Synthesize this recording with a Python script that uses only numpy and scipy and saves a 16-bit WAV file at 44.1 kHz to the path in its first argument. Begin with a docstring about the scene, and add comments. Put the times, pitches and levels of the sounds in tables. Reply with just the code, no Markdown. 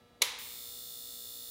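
"""A workshop rumbles softly under a faint transformer hum. A strobe beacon fires once:
the trigger ticks, the flash tube pops inside its ribbed lens and the room rings.
After a short pause the power supply recharges, buzzing to the end: its core chirps and
whistles in step with the mains, over a rattle of laminations and a fine sizzle."""
import sys
import numpy as np
from scipy import signal
from scipy.fft import rfft, irfft
from scipy.io import wavfile

SR = 44100
rng = np.random.default_rng(int(sys.argv[2]) if len(sys.argv) > 2 else 0)


def bounce(signal):
    """Save signal as a 16-bit WAV file at the path given by the first command-line argument."""
    frames = np.transpose(np.atleast_2d(signal))
    limited = np.clip(frames, -1, 1)
    pcm = np.round(limited * 32767).astype(np.int16)
    wavfile.write(sys.argv[1], SR, pcm)


N = 66150
MAINS_HZ, TOP_HZ = 59.987, 15780
FLASH_S, CHARGE_S, CHARGE_RISE_S = 0.2177, 0.3835, 0.0014

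# tone of the room's rumble (frequency [Hz], relative level [dB])
RUMBLE_EQ = [(20, -66), (32, -30), (46, -3.5), (100, -6), (160, -10.5), (260, -9), (400, -12.5), (800, -15),
             (1100, -22.5), (2000, -23.5), (3500, -25), (5000, -29), (8000, -34.5), (15000, -37)]
# transformer partials (mains multiple [rounded when played], idle level [dB], charging level [dB])
HUM_PARTIALS = [(4, -73.5, -74), (8, -69.5, -67.5), (10, -80, -77.5), (12, -79, -84), (20, -78, -82),
                (22, -76.5, -75), (28, -80.5, -88), (32, -83, -80.5), (36, -86, -83.5), (40, -87, -86),
                (48, -84, -74), (56, -81.5, -101), (62, -85, -62), (65, -90, -90), (66.25, -80, -73),
                (76.7, -85, -72)]
# core chirps (delay [ms], pitch [Hz], glide [Hz/ms], half length [ms], relative level [dB],
# signed gain in the other half cycle [ratio])
CORE_CHIRPS = [(6.45, 14530, 300, .6, -43, 1), (7.9, 14500, 0, .5, -56, 1),
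               (5.5, 9800, -200, .65, -45.7, -.8), (5.8, 9000, 0, .7, -53, -1),
               (7.7, 7300, 200, .65, -53, -1), (10.2, 5270, 120, 1.3, -57, -.3),
               (1.9, 5230, 120, 1.3, -54, -.2), (.3, 4200, 150, 1, -57, 0)]
# whistles in one direction of the current only
# (delay [ms], pitch [Hz], glide [Hz/ms], half length [ms], relative level [dB])
CORE_WHISTLES = [(5.8, 3545, 32, 2.5, -47.2), (8.7, 4200, 100, 1.5, -51.5), (3.6, 3000, 150, 1.2, -65),
                 (2.5, 11600, 0, 1.3, -56)]
# lamination rattle (frequency [Hz], relative level of even harmonics [dB], of odd harmonics [dB])
RATTLE_EQ = [(700, -90, -93), (1900, -86, -91), (2600, -87, -91), (3200, -83, -85), (3800, -80, -75),
             (4450, -77, -70), (4750, -81, -74), (5300, -76, -69), (6100, -85, -73), (6900, -90, -69),
             (7700, -88, -74), (8300, -86, -77), (9000, -78, -70), (10500, -77, -74), (11000, -77, -75),
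             (11600, -73, -76), (12050, -84, -83), (12500, -73, -78), (13000, -71, -80), (13550, -77, -84),
             (14200, -72, -85), (15100, -72, -86), (15700, -69, -85)]
# tone of the sizzle (frequency [Hz], relative level [dB])
SIZZLE_EQ = [(1000, -28), (3000, -20), (3600, -5), (6000, -6), (7000, -4), (8300, -6), (9800, 0),
             (11200, -6), (11600, -3), (12100, -8), (13000, -4), (13700, -5), (14300, 3), (15700, -1)]
# narrow resonances of the supply's case (frequency [Hz], width [Hz], boost [dB])
CASE_PEAKS = [(4139, 50, 5), (5339, 40, 3), (7019, 50, 7), (7499, 40, 5), (7978, 50, 9), (9058, 40, 3),
              (9898, 40, 5), (10018, 40, 3), (14037, 60, 10.5), (14277, 50, 4), (14877, 40, 4),
              (14997, 60, 8)]
# tone of the reverb tail (frequency [Hz], relative level [dB])
TAIL_EQ = [(100, -36), (300, -24), (490, -2.5), (660, -15.5), (900, -1.5), (1150, -6), (1550, -9),
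           (2200, 0), (2650, -4.5), (3820, 1.5), (4450, -6), (6350, -8.5), (8000, -13.5), (10400, -10),
           (15500, -14.5)]
# ring time of the room (frequency [Hz], time to fall 60 dB [s])
TAIL_T60 = [(300, 0.6), (900, 0.88), (2200, 0.97), (4000, 0.82), (7000, 0.87), (11000, 0.36), (15000, .3)]
# trigger knocks (time [s], lower band edge [Hz], width [Hz], decay [s], level [dB])
TRIGGER_KNOCKS = [(0.2106, 377, 400, 0.0059, -46), (0.2135, 2930, 1700, .003, -45)]
# hollow knock of the air inside the lens (pitch [Hz], decay [s], level [dB])
CAVITY_MODES = [(864, 0.0054, -30), (998, 0.0063, -34.5)]
# tone of the pop (frequency [Hz], relative level [dB])
POP_EQ = [(100, -43), (300, -28.5), (420, -6.5), (560, -5.5), (660, -21.5), (800, -7.5), (1000, -4.5),
          (1450, -15), (1900, -12), (2200, 1.5), (2600, -10.5), (3900, -2), (4700, -7), (7000, -7.5),
          (8300, -13), (10200, -8.5), (12600, -12), (13600, -20), (16000, -19.5)]
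# resonances of tube and lens (frequency [Hz], width [Hz], boost [dB])
LENS_PEAKS = [(496, 110, 2.5), (910, 140, 2.5), (2250, 97, 2.5), (2965, 120, 10), (3860, 470, 6.5),
              (6620, 120, 7), (7340, 180, 2.5)]


def undb(db):
    """Decibels to gain."""
    return 10 ** (np.asarray(db) / 20)


def unit(x):
    """Scale to rms 1."""
    return x / np.sqrt(np.mean(x ** 2))


def along(points, hz):
    """Read (Hz, value) points on a log-frequency axis."""
    f, v = np.array(points, float).T
    return np.interp(np.log(np.maximum(hz, 1)), np.log(f), v)


def colour(x, points=((1, 0), (SR, 0)), peaks=(), keep_power=True):
    """Minimum-phase EQ: a broad curve plus resonant peaks."""
    hz = np.arange(N + 1) * SR / (2 * N)
    boost_db = sum(db / (1 + (2 * (hz - f) / width) ** 2) for f, width, db in peaks)
    gain = undb(along(points, hz) + boost_db)
    cepstrum = irfft(np.log(unit(gain) if keep_power else gain))
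    cepstrum[1:N] *= 2
    cepstrum[N + 1:] = 0
    return irfft(rfft(x, 2 * N) * np.exp(rfft(cepstrum)))[:N]


def noise():
    """White noise of rms 1."""
    return rng.standard_normal(N)


def drift(points):
    """A random curve through evenly spaced points."""
    return np.interp(np.linspace(0, points - 1, N), np.arange(points), rng.standard_normal(points))


def swell(age, rise_s):
    """Attack envelope: zero before the start, then settling at one."""
    return 1 - np.exp(-np.maximum(age, 0) / rise_s)


def rumble():
    """A steady, bass-heavy bed of room tone."""
    return undb(-65) * colour(noise(), RUMBLE_EQ)


def hum(t):
    """The transformer's mains harmonics shift their balance under load."""
    load = swell(t - CHARGE_S, CHARGE_RISE_S)
    out = np.zeros(N)
    for multiple, idle_db, busy_db in HUM_PARTIALS:
        tone = np.sin(2 * np.pi * (round(multiple) * MAINS_HZ * t + rng.random()))
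        out += undb(idle_db + load * (busy_db - idle_db)) * tone
    return np.sqrt(2) * out


def chirp(t, delay_ms, hz, glide, half_ms, db):
    """A short gliding ring of the core, at the same spot in every mains cycle."""
    period = 1 / MAINS_HZ
    from_peak_ms = ((t - delay_ms / 1000 + period / 2) % period - period / 2) * 1000
    turns = (hz + glide * from_peak_ms / 2) * from_peak_ms / 1000
    flutter_db = .4 * drift(points=120)
    envelope = undb(db + flutter_db) * np.exp(-(from_peak_ms / half_ms) ** 2)
    return np.sqrt(2) * envelope * np.sin(2 * np.pi * turns)


def rattle(t, size=4096):
    """The laminations clatter in a dense loop, one mains cycle long."""
    harmonic = np.arange(size // 2 + 1)
    hz, table = harmonic * MAINS_HZ, np.array(RATTLE_EQ)
    even_db, odd_db = along(table[:, :2], hz), along(table[:, ::2], hz)
    in_band = (hz > table[0, 0]) & (hz < TOP_HZ)
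    gain = undb(np.where(harmonic % 2, odd_db, even_db) - .5) * in_band
    cycle = irfft(gain * np.exp(2j * np.pi * rng.random(len(hz)))) * size / np.sqrt(2)
    return np.interp(t * MAINS_HZ, np.arange(size) / size, cycle, period=1)


def sizzle(t, depth=.8, peak_s=.0064):
    """Bright hiss that pulses twice per mains cycle."""
    pulse = 1 + depth * np.cos(4 * np.pi * MAINS_HZ * (t - peak_s))
    return undb(-57.5) * colour(noise() * pulse, SIZZLE_EQ)


def charger(t):
    """The recharging supply buzzes through its resonant case; the whistle fades in more slowly."""
    core = sum(chirp(t, *row) + other * chirp(t - .5 / MAINS_HZ, *row) for *row, other in CORE_CHIRPS)
    whistle = swell(t - CHARGE_S, rise_s=.07) * sum(chirp(t, *row) for row in CORE_WHISTLES)
    buzz = (core + whistle + sizzle(t) + rattle(t)) * swell(t - CHARGE_S, CHARGE_RISE_S)
    return colour(buzz, peaks=CASE_PEAKS, keep_power=False)


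def room_ring(t, predelay_s=.0096, early_decay_s=.025):
    """A wash of early echoes off the shelves, and a tail that loses its top first."""
    age = np.maximum(t - FLASH_S - predelay_s, 0)
    spectrum, hz = rfft(noise()), np.arange(N // 2 + 1) * SR / N
    edges = np.geomspace(100, SR / 2, 25)
    tail = np.zeros(N)
    for low, high in zip(edges, edges[1:]):
        band = irfft(spectrum * ((hz >= low) & (hz < high)), N)
        tail += band * undb(-60 * age / along(TAIL_T60, np.sqrt(low * high)))
    onset = swell(age, rise_s=.002)
    early = colour(noise() * np.exp(-age / early_decay_s) * onset, POP_EQ, LENS_PEAKS)
    return undb(-31.5) * early + undb(-34.5) * colour(tail * onset, TAIL_EQ)


def trigger(t):
    """Two tiny knocks of the trigger lead into the flash."""
    out = np.zeros(N)
    for start, hz, width, decay, db in TRIGGER_KNOCKS:
        age = np.maximum(t - start, 0)
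        band = signal.butter(2, [hz, hz + width], "band", fs=SR, output="sos")
        ring = unit(signal.sosfilt(band, noise()))
        out += undb(db) * ring * swell(age, rise_s=.00062) * np.exp(-age / decay)
    return out


def flash(t, rise_s=.0033, hold_s=.01, release_s=.00071, snap_delay_s=.0041, snap_s=.0014):
    """The discharge snaps and rattles round the lens; the air inside gives a hollow knock."""
    age = np.maximum(t - FLASH_S, 0)
    attack = np.sqrt(np.minimum(age / rise_s, 1))
    sag = undb(-535 * age)
    release = np.exp(-np.maximum(age - hold_s, 0) / release_s)
    snap = np.sign(noise()) * np.exp(-((t - FLASH_S - snap_delay_s) / snap_s) ** 2)
    snap = signal.sosfilt(signal.butter(1, 2460, "high", fs=SR, output="sos"), snap)
    body = np.sign(noise()) * attack * sag * release
    pop = colour(undb(-18) * body + undb(-16) * snap, POP_EQ, LENS_PEAKS)
    knock = sum(undb(db) * np.exp(-age / decay) * np.sin(2 * np.pi * hz * age)
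                for hz, decay, db in CAVITY_MODES)
    return pop + swell(age, rise_s=.0011) * knock


def scene():
    """Mono mix: pop, reverb and buzz over the bed of hum and rumble."""
    t = np.arange(N) / SR
    return (flash(t) + trigger(t) + room_ring(t) + charger(t) + hum(t) + rumble())[None]


def record(dry):
    """A steep low-pass trims the very top."""
    return signal.sosfilt(signal.ellip(10, .1, 80, TOP_HZ, fs=SR, output="sos"), dry)


dry = scene()
out = record(dry)
bounce(out)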